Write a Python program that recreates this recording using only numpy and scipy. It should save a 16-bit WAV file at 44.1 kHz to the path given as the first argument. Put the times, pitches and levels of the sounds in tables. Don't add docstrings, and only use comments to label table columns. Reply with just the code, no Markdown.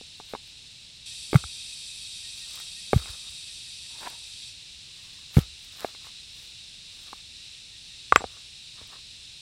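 import sys
import numpy as np
from scipy import signal
from scipy.fft import rfft, irfft, next_fast_len
from scipy.io import wavfile
from scipy.ndimage import map_coordinates

SR = 44100
rng = np.random.default_rng(int(sys.argv[2]) if len(sys.argv) > 2 else 0)


def pcm_store(signal):
    levels = np.round(np.clip(np.atleast_2d(signal), -1, 1) * 32767)
    wavfile.write(sys.argv[1], SR, levels.astype(np.int16).T)


N = 414972

# (time [s], peak level [dB], strongest pitch [Hz], loss above it [dB per octave])
STONE_KNOCKS = [(0.012, -36, 480, 18), (0.2003, -29.5, 910, 17), (0.3364, -20.5, 580, 10),
                (0.3505, -21.5, 950, 14), (1.331, -12, 420, 4), (1.344, -13, 606, 6.5),
                (1.357, -11.5, 1410, 7), (1.4395, -27.5, 1420, 17), (2.601, -38, 1340, 1.5),
                (2.932, -4, 539, 8), (3.058, -32.5, 1220, 6), (4.054, -33, 945, 6), (5.3694, -14, 350, 5),
                (5.383, -16, 348, 9.5), (5.8465, -14, 700, 11), (5.949, -38.5, 800, 0),
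                (6.069, -37, 1120, 1), (7.1306, -26, 1040, 14), (8.207, -24, 880, 20),
                (8.218, -27.5, 700, 19), (8.2414, -18, 750, 14), (8.815, -39.5, 455, 18)]
# (frequency [Hz], relative level [dB], t60 [s])
STONE_MODES = [(250, -7, 0.026), (420, 1.5, 0.013), (784, 1.5, 0.011), (1175, 0.5, 0.012),
               (1486, 3.5, 0.0062), (2130, 4.5, 0.011), (3174, 3, .006), (6030, -2.5, 0.0021)]
# (time [s], level [dB], treble loss [dB per octave], time for the faces to press together [s])
SMALL_STONE_BLOWS = [(8.123, 5.5, 11.5, 0.00066), (8.1597, 3.5, 0.5, .00011)]
# (frequency [Hz], relative level [dB], t60 [s])
SMALL_STONE_MODES = [(484, -11.5, 0.01097), (790, -14, .0144), (1153, -2.3, 0.016), (1458, 0.5, 0.0076),
                     (2060, -2.5, 0.0089), (2587, -6, 0.011), (3210, -11.5, 0.01), (5970, -17, 0.0012),
                     (7640, -33, 0.14), (7600, -35, .11), (11340, -17, .0013)]
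# (time [s], level [dB], pitch [Hz], rise to the peak [s])
LANDINGS = [(1.349, -3.5, 135.5, 0.0086), (2.936, -20, 110, 0.0096), (2.9588, -5.5, 99.7, 0.0054),
            (5.367, -1, 119, 0.0045), (5.382, -7.5, 131, 0.0047)]
# (time [s], level [dB])
SOIL_BUMPS = [(1.44, -33.5), (3.09, -35.5), (3.289, -45), (8.124, -31.5), (8.165, -31.5), (8.241, -39),
              (8.81, -45.5)]
# (middle [s], half length [s], grass level [dB rms], grit level [dB rms], resonance [Hz])
STONE_SHIFTS = [(0.315, 0.033, -55, -63, 1500), (2.573, 0.072, -53.5, -59, 1190),
                (3.081, .062, -51.5, -53, 1200), (3.288, 0.06, -65, -65, 1160),
                (4.055, 0.063, -53, -47, 935), (5.077, .14, -64.5, -67, 1100),
                (5.822, 0.055, -48, -50.5, 1240), (6.06, 0.032, -58.5, -57.5, 1120),
                (6.414, 0.074, -57.5, -68.5, 470), (7.06, .1, -59.5, -63, 1214),
                (8.181, 0.016, -61, -38.5, 1795), (8.351, .06, -68, -62.5, 1190),
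                (8.816, .033, -68, -55, 1170), (8.933, 0.027, -65, -52, 1170)]
# (middle [s], level [dB rms])
GRASS_BRUSHES = [(.19, -66), (.475, -61), (2.387, -56), (4.29, -62.5), (5.644, -57.5)]
# (time [s], peak level [dB])
STALK_SNAPS = [(2.556, -29), (2.601, -28.5), (3.307, -41), (6.069, -40.5), (8.875, -41.5)]
# (frequency [Hz], relative level [dB per Hz])
GRASS_COLOUR = [(1000, -8.5), (3000, 3.5), (6000, -3.5), (12000, -4), (16000, -8.5)]
# (frequency [Hz], relative level [dB per Hz])
GRIT_COLOUR = [(100, -12.5), (350, -4), (800, -3.5), (1200, -5.5), (1800, -3), (3000, -13.5), (8000, -39.5),
               (16000, -36.5)]
# (frequency [Hz], half width [Hz], relative level [dB])
SONG_RESONANCES = [(2592, 180, -3), (3270, 130, -0.5), (3745, 170, 4.5), (4110, 250, -2), (4510, 73, 3),
                   (4770, 110, -2.5), (5170, 930, -4.5), (5970, 170, -5.5)]
# (frequency [Hz], half width [Hz], relative level [dB])
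SHRILL_RESONANCES = [(7130, 203.5, -9), (7460, 90, -7.5), (7667, 70, -4.5), (7940, 130, -5.5),
                     (8300, 70, -7.5), (8310, 110, -5.5), (8500, 90, -6), (8920, 170, -7),
                     (9370, 110, -5.5), (9700, 100, -12), (9840, 180, -11.5), (10200, 120, -14),
                     (10670, 200, -19.5), (11200, 230, -19.5), (12400, 1100, -29.5)]
# (time [s], level [dB])
FAR_HUM_LEVEL = [(0, -47), (1, -48), (5.8, -45.5), (9.41, -46)]
# (frequency [Hz], relative level [dB per Hz])
FAR_HUM_COLOUR = [(900, -36), (1600, -23), (2050, -18.5), (2750, -6), (3100, -9.5), (3850, 0), (4600, -7.5),
                  (5400, -8.5), (6600, -17), (7500, -14), (9300, -18), (10500, -25.5), (12000, -37),
                  (16000, -42.5)]
# (middle of the first note [s], number of notes, level [dB])
BIRD_PHRASES = [(1.12, 1, -61.5), (2.26, 4, -57.5), (3.505, 3, -63), (5.0, 2, -64), (7.4, 4, -63.5),
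                (8.78, 3, -70)]
# (frequency [Hz], relative level [dB per Hz])
AIR_COLOUR = [(15, -20), (28, -4), (55, 0), (135, -3.5), (296, -16.5), (477, -20.5), (741, -24), (858, -21),
              (1010, -25.5), (1600, -33.5), (3000, -60.5)]

THIN_DB = 5.5
SOIL_HZ, SOIL_RISE_S = 68, 0.011
CRUSH_S, CRUSH_HALF_S, CRUSH_DB = 0.0044, 0.026, -40
GRIND_S, GRIND_HALF_S, GRIND_DB = 0.025, 0.027, -46.5
BRUSH_HALF_S = 0.028
NEAR_START_S, NEAR_STOP_S, NEAR_ATTACK_S, NEAR_RELEASE_S = 1.055, 4.49, 0.009, 0.07
SONG_DB, SONG_SAG_DB = -42, 4
SHRILL_DB, SHRILL_SAG_DB = -47.5, 5.5
NOTE_HZ, NOTE_GAP_S, NOTE_SCATTER_HZ = 1870, 0.174, 5.8
TOP_HZ = 15850


def amp(db):
    return 10 ** (np.asarray(db) / 20)


def unit(x):
    return x / np.sqrt(np.mean(x ** 2) + 1e-20)


def clock(length):
    return np.arange(round(length * SR)) / SR


def decay(t, t60):
    return np.exp(-np.log(1000) * t / t60)


def curve(rows):
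    return np.interp(np.arange(N) / SR, *np.transpose(rows))


def wobble(rate):
    knots = rng.standard_normal(int(N * rate / SR) + 4)
    return map_coordinates(knots, [np.arange(N) * rate / SR])


def filtered(x, response):
    m = next_fast_len(N + SR // 2)
    return irfft(rfft(x, m) * response(np.fft.rfftfreq(m, 1 / SR)), m)[:N]


def coloured(x, points):
    f, db = np.transpose(points)
    return unit(filtered(x, lambda hz: amp(np.interp(np.log(hz + 1), np.log(f), db))))


def add(track, s, sound):
    part = track[max(round(s * SR), 0):][:len(sound)]
    part += sound[:len(part)]


def ringing(hz, gain, t60):
    t = clock(0.2)
    modes = np.sin(2 * np.pi * hz[:, None] * t) * decay(t, t60[:, None])
    return gain @ modes


def press_together(clack, press_s):
    return clack * (1 - np.exp(-np.arange(len(clack)) / SR / press_s))


def knocks(own_db=-2, own_t60=0.01, chatter_db=-13, chatter_gap=0.0049):
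    out = np.zeros(N)
    for s, db, pitch_hz, dullness in STONE_KNOCKS:
        hz, mode_db, t60 = np.transpose(STONE_MODES + [(pitch_hz, own_db, own_t60)])
        octaves = np.log2(hz / pitch_hz)
        tilt_db = THIN_DB * np.minimum(octaves, 0) - dullness * np.maximum(octaves, 0)
        gain = amp(mode_db + tilt_db + rng.standard_normal(len(hz)))
        gain *= np.where(octaves < 0, -1, 1)
        detuned_hz = hz * (1 + rng.normal(0, 0.02, len(hz)))
        clack = press_together(ringing(detuned_hz, gain, t60), 0.00027)
        clack *= amp(db) / np.abs(clack).max()
        add(out, s, clack)
        add(out, s + chatter_gap * (0.5 + rng.random()), amp(chatter_db) * clack)
    return out


def blows(corner_hz=1140, dull_octaves=1.56):
    out = np.zeros(N)
    hz, mode_db, t60 = np.transpose(SMALL_STONE_MODES)
    sign = (-1) ** np.arange(len(hz))
    octaves = np.clip(np.log2(hz / corner_hz), 0, dull_octaves)
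    for s, db, dullness, press_s in SMALL_STONE_BLOWS:
        gain = sign * amp(db + mode_db - dullness * octaves)
        add(out, s, press_together(ringing(hz, gain, t60), press_s))
    return out


def thuds(steepness=3.3, low_hz=40):
    out, t = np.zeros(N), clock(0.2)
    bumps = [(s, db, SOIL_HZ, SOIL_RISE_S) for s, db in SOIL_BUMPS]
    for s, db, hz, rise in LANDINGS + bumps:
        swell = (t / rise * np.exp(1 - t / rise)) ** steepness
        add(out, s, -amp(db) * swell * np.sin(2 * np.pi * hz * t))
    return signal.sosfilt(signal.butter(2, low_hz, "high", fs=SR, output="sos"), out)


def ground(x, boom_db=-16, t60=0.35, top_hz=75):
    t = clock(0.8)
    tail = rng.standard_normal(len(t)) * decay(t, t60)
    boom = signal.fftconvolve(x, tail / np.linalg.norm(tail))[:N]
    bass = signal.butter(3, [40, top_hz], "band", fs=SR, output="sos")
    return x + amp(boom_db) * signal.sosfilt(bass, boom)


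def clearing(x, wet_db=-29, t60=0.2):
    t = clock(0.6)
    tail = rng.standard_normal(len(t)) * decay(t, t60) * (1 - np.exp(-t / 0.0044))
    return x + amp(wet_db) * signal.fftconvolve(x, tail / np.linalg.norm(tail))[:N]


def stroke(s, half):
    return (1 + ((np.arange(N) / SR - s) / half) ** 2 / 4) ** -3


def snaps(rate, spread_db):
    happens = rng.random(N) < rate / SR
    sign = rng.choice([-1, 1], N)
    return happens * sign * amp(spread_db * np.minimum(rng.standard_normal(N), 2))


def rustles():
    return ([(s, half, grass_db) for s, half, grass_db, _, _ in STONE_SHIFTS]
            + [(s, BRUSH_HALF_S, db) for s, db in GRASS_BRUSHES]
            + [(s + CRUSH_S, CRUSH_HALF_S, db + CRUSH_DB) for s, db, _, _ in LANDINGS])


def grass(t60=0.008):
    crackle = unit(snaps(rate=4000, spread_db=4.0) + 2.2 * snaps(rate=170, spread_db=9.0))
    pressure = sum(amp(db) * stroke(s, half) for s, half, db in rustles())
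    out = pressure * coloured(crackle, GRASS_COLOUR)
    t = clock(0.02)
    for s, db in STALK_SNAPS:
        snap = np.diff(rng.standard_normal(len(t) + 1)) * decay(t, t60)
        add(out, s, amp(db) * snap / np.abs(snap).max())
    return out


def slides(landing_hz=1280):
    return ([(s, half, grit_db, hz) for s, half, _, grit_db, hz in STONE_SHIFTS]
            + [(s + GRIND_S, GRIND_HALF_S, db + GRIND_DB, landing_hz) for s, db, _, _ in LANDINGS])


def scrapes(sharpness=7, ring=0.87, jerk_db=3.5):
    out = np.zeros(N)
    grit = coloured(snaps(rate=2200, spread_db=2.5), GRIT_COLOUR) * amp(jerk_db * wobble(90))
    for s, half, db, hz in slides():
        body = unit(signal.lfilter(*signal.iirpeak(hz, sharpness, SR), grit))
        out += amp(db) * stroke(s, half) * unit(grit + ring * body)
    return out


def bout(db, sag_db):
    t = np.arange(N) / SR
    attack = (t - NEAR_START_S) / NEAR_ATTACK_S
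    release = 1 - (t - NEAR_STOP_S) / NEAR_RELEASE_S
    gate = np.clip(np.minimum(attack, release), 0, 1)
    progress = np.clip((t - NEAR_START_S) / (NEAR_STOP_S - NEAR_START_S), 0, 1)
    return db - sag_db * progress ** 2 + 20 * np.log10(gate + 1e-6)


def voice(modes, level_db):
    def response(f):
        return np.sqrt(sum(amp(db) ** 2 / (1 + ((f - hz) / width) ** 2) ** 2 for hz, width, db in modes))
    buzz = unit(filtered(rng.standard_normal(N), response))
    return buzz * amp(level_db + 0.25 * wobble(8) + 0.32 * wobble(55))


def insects(bounce=0.19, delay=0.0051):
    far_db = curve(FAR_HUM_LEVEL) + 0.25 * wobble(6.9) + 0.22 * wobble(60)
    far = coloured(rng.standard_normal(N), FAR_HUM_COLOUR) * amp(far_db)
    song = voice(SONG_RESONANCES, bout(SONG_DB, SONG_SAG_DB))
    shrill = voice(SHRILL_RESONANCES, bout(SHRILL_DB, SHRILL_SAG_DB))
    near = song + shrill
    return far + near + bounce * np.roll(near, round(delay * SR))


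def bird(length=0.09, waver_hz=14):
    out, t = np.zeros(N), clock(length)
    for s, count, db in BIRD_PHRASES:
        for k in range(round(count)):
            note_hz = rng.normal(NOTE_HZ, NOTE_SCATTER_HZ)
            waver = np.interp(t, np.linspace(0, length, num=8), rng.standard_normal(size=8))
            phase = 2 * np.pi * np.cumsum(note_hz + waver_hz * waver) / SR
            add(out, s + k * NOTE_GAP_S - length / 2, amp(db) * np.hanning(len(t)) * np.sin(phase))
    return out


def open_air(level_db=-60.5):
    return amp(level_db) * coloured(rng.standard_normal(N), AIR_COLOUR)


def scene():
    stones = clearing(knocks() + blows()) + ground(thuds())
    return (stones + grass() + scrapes() + insects() + bird() + open_air())[None]


def record(dry):
    return filtered(np.clip(dry[0], -1, 1), lambda hz: hz < TOP_HZ)[None]


dry = scene()
out = record(dry)
pcm_store(out)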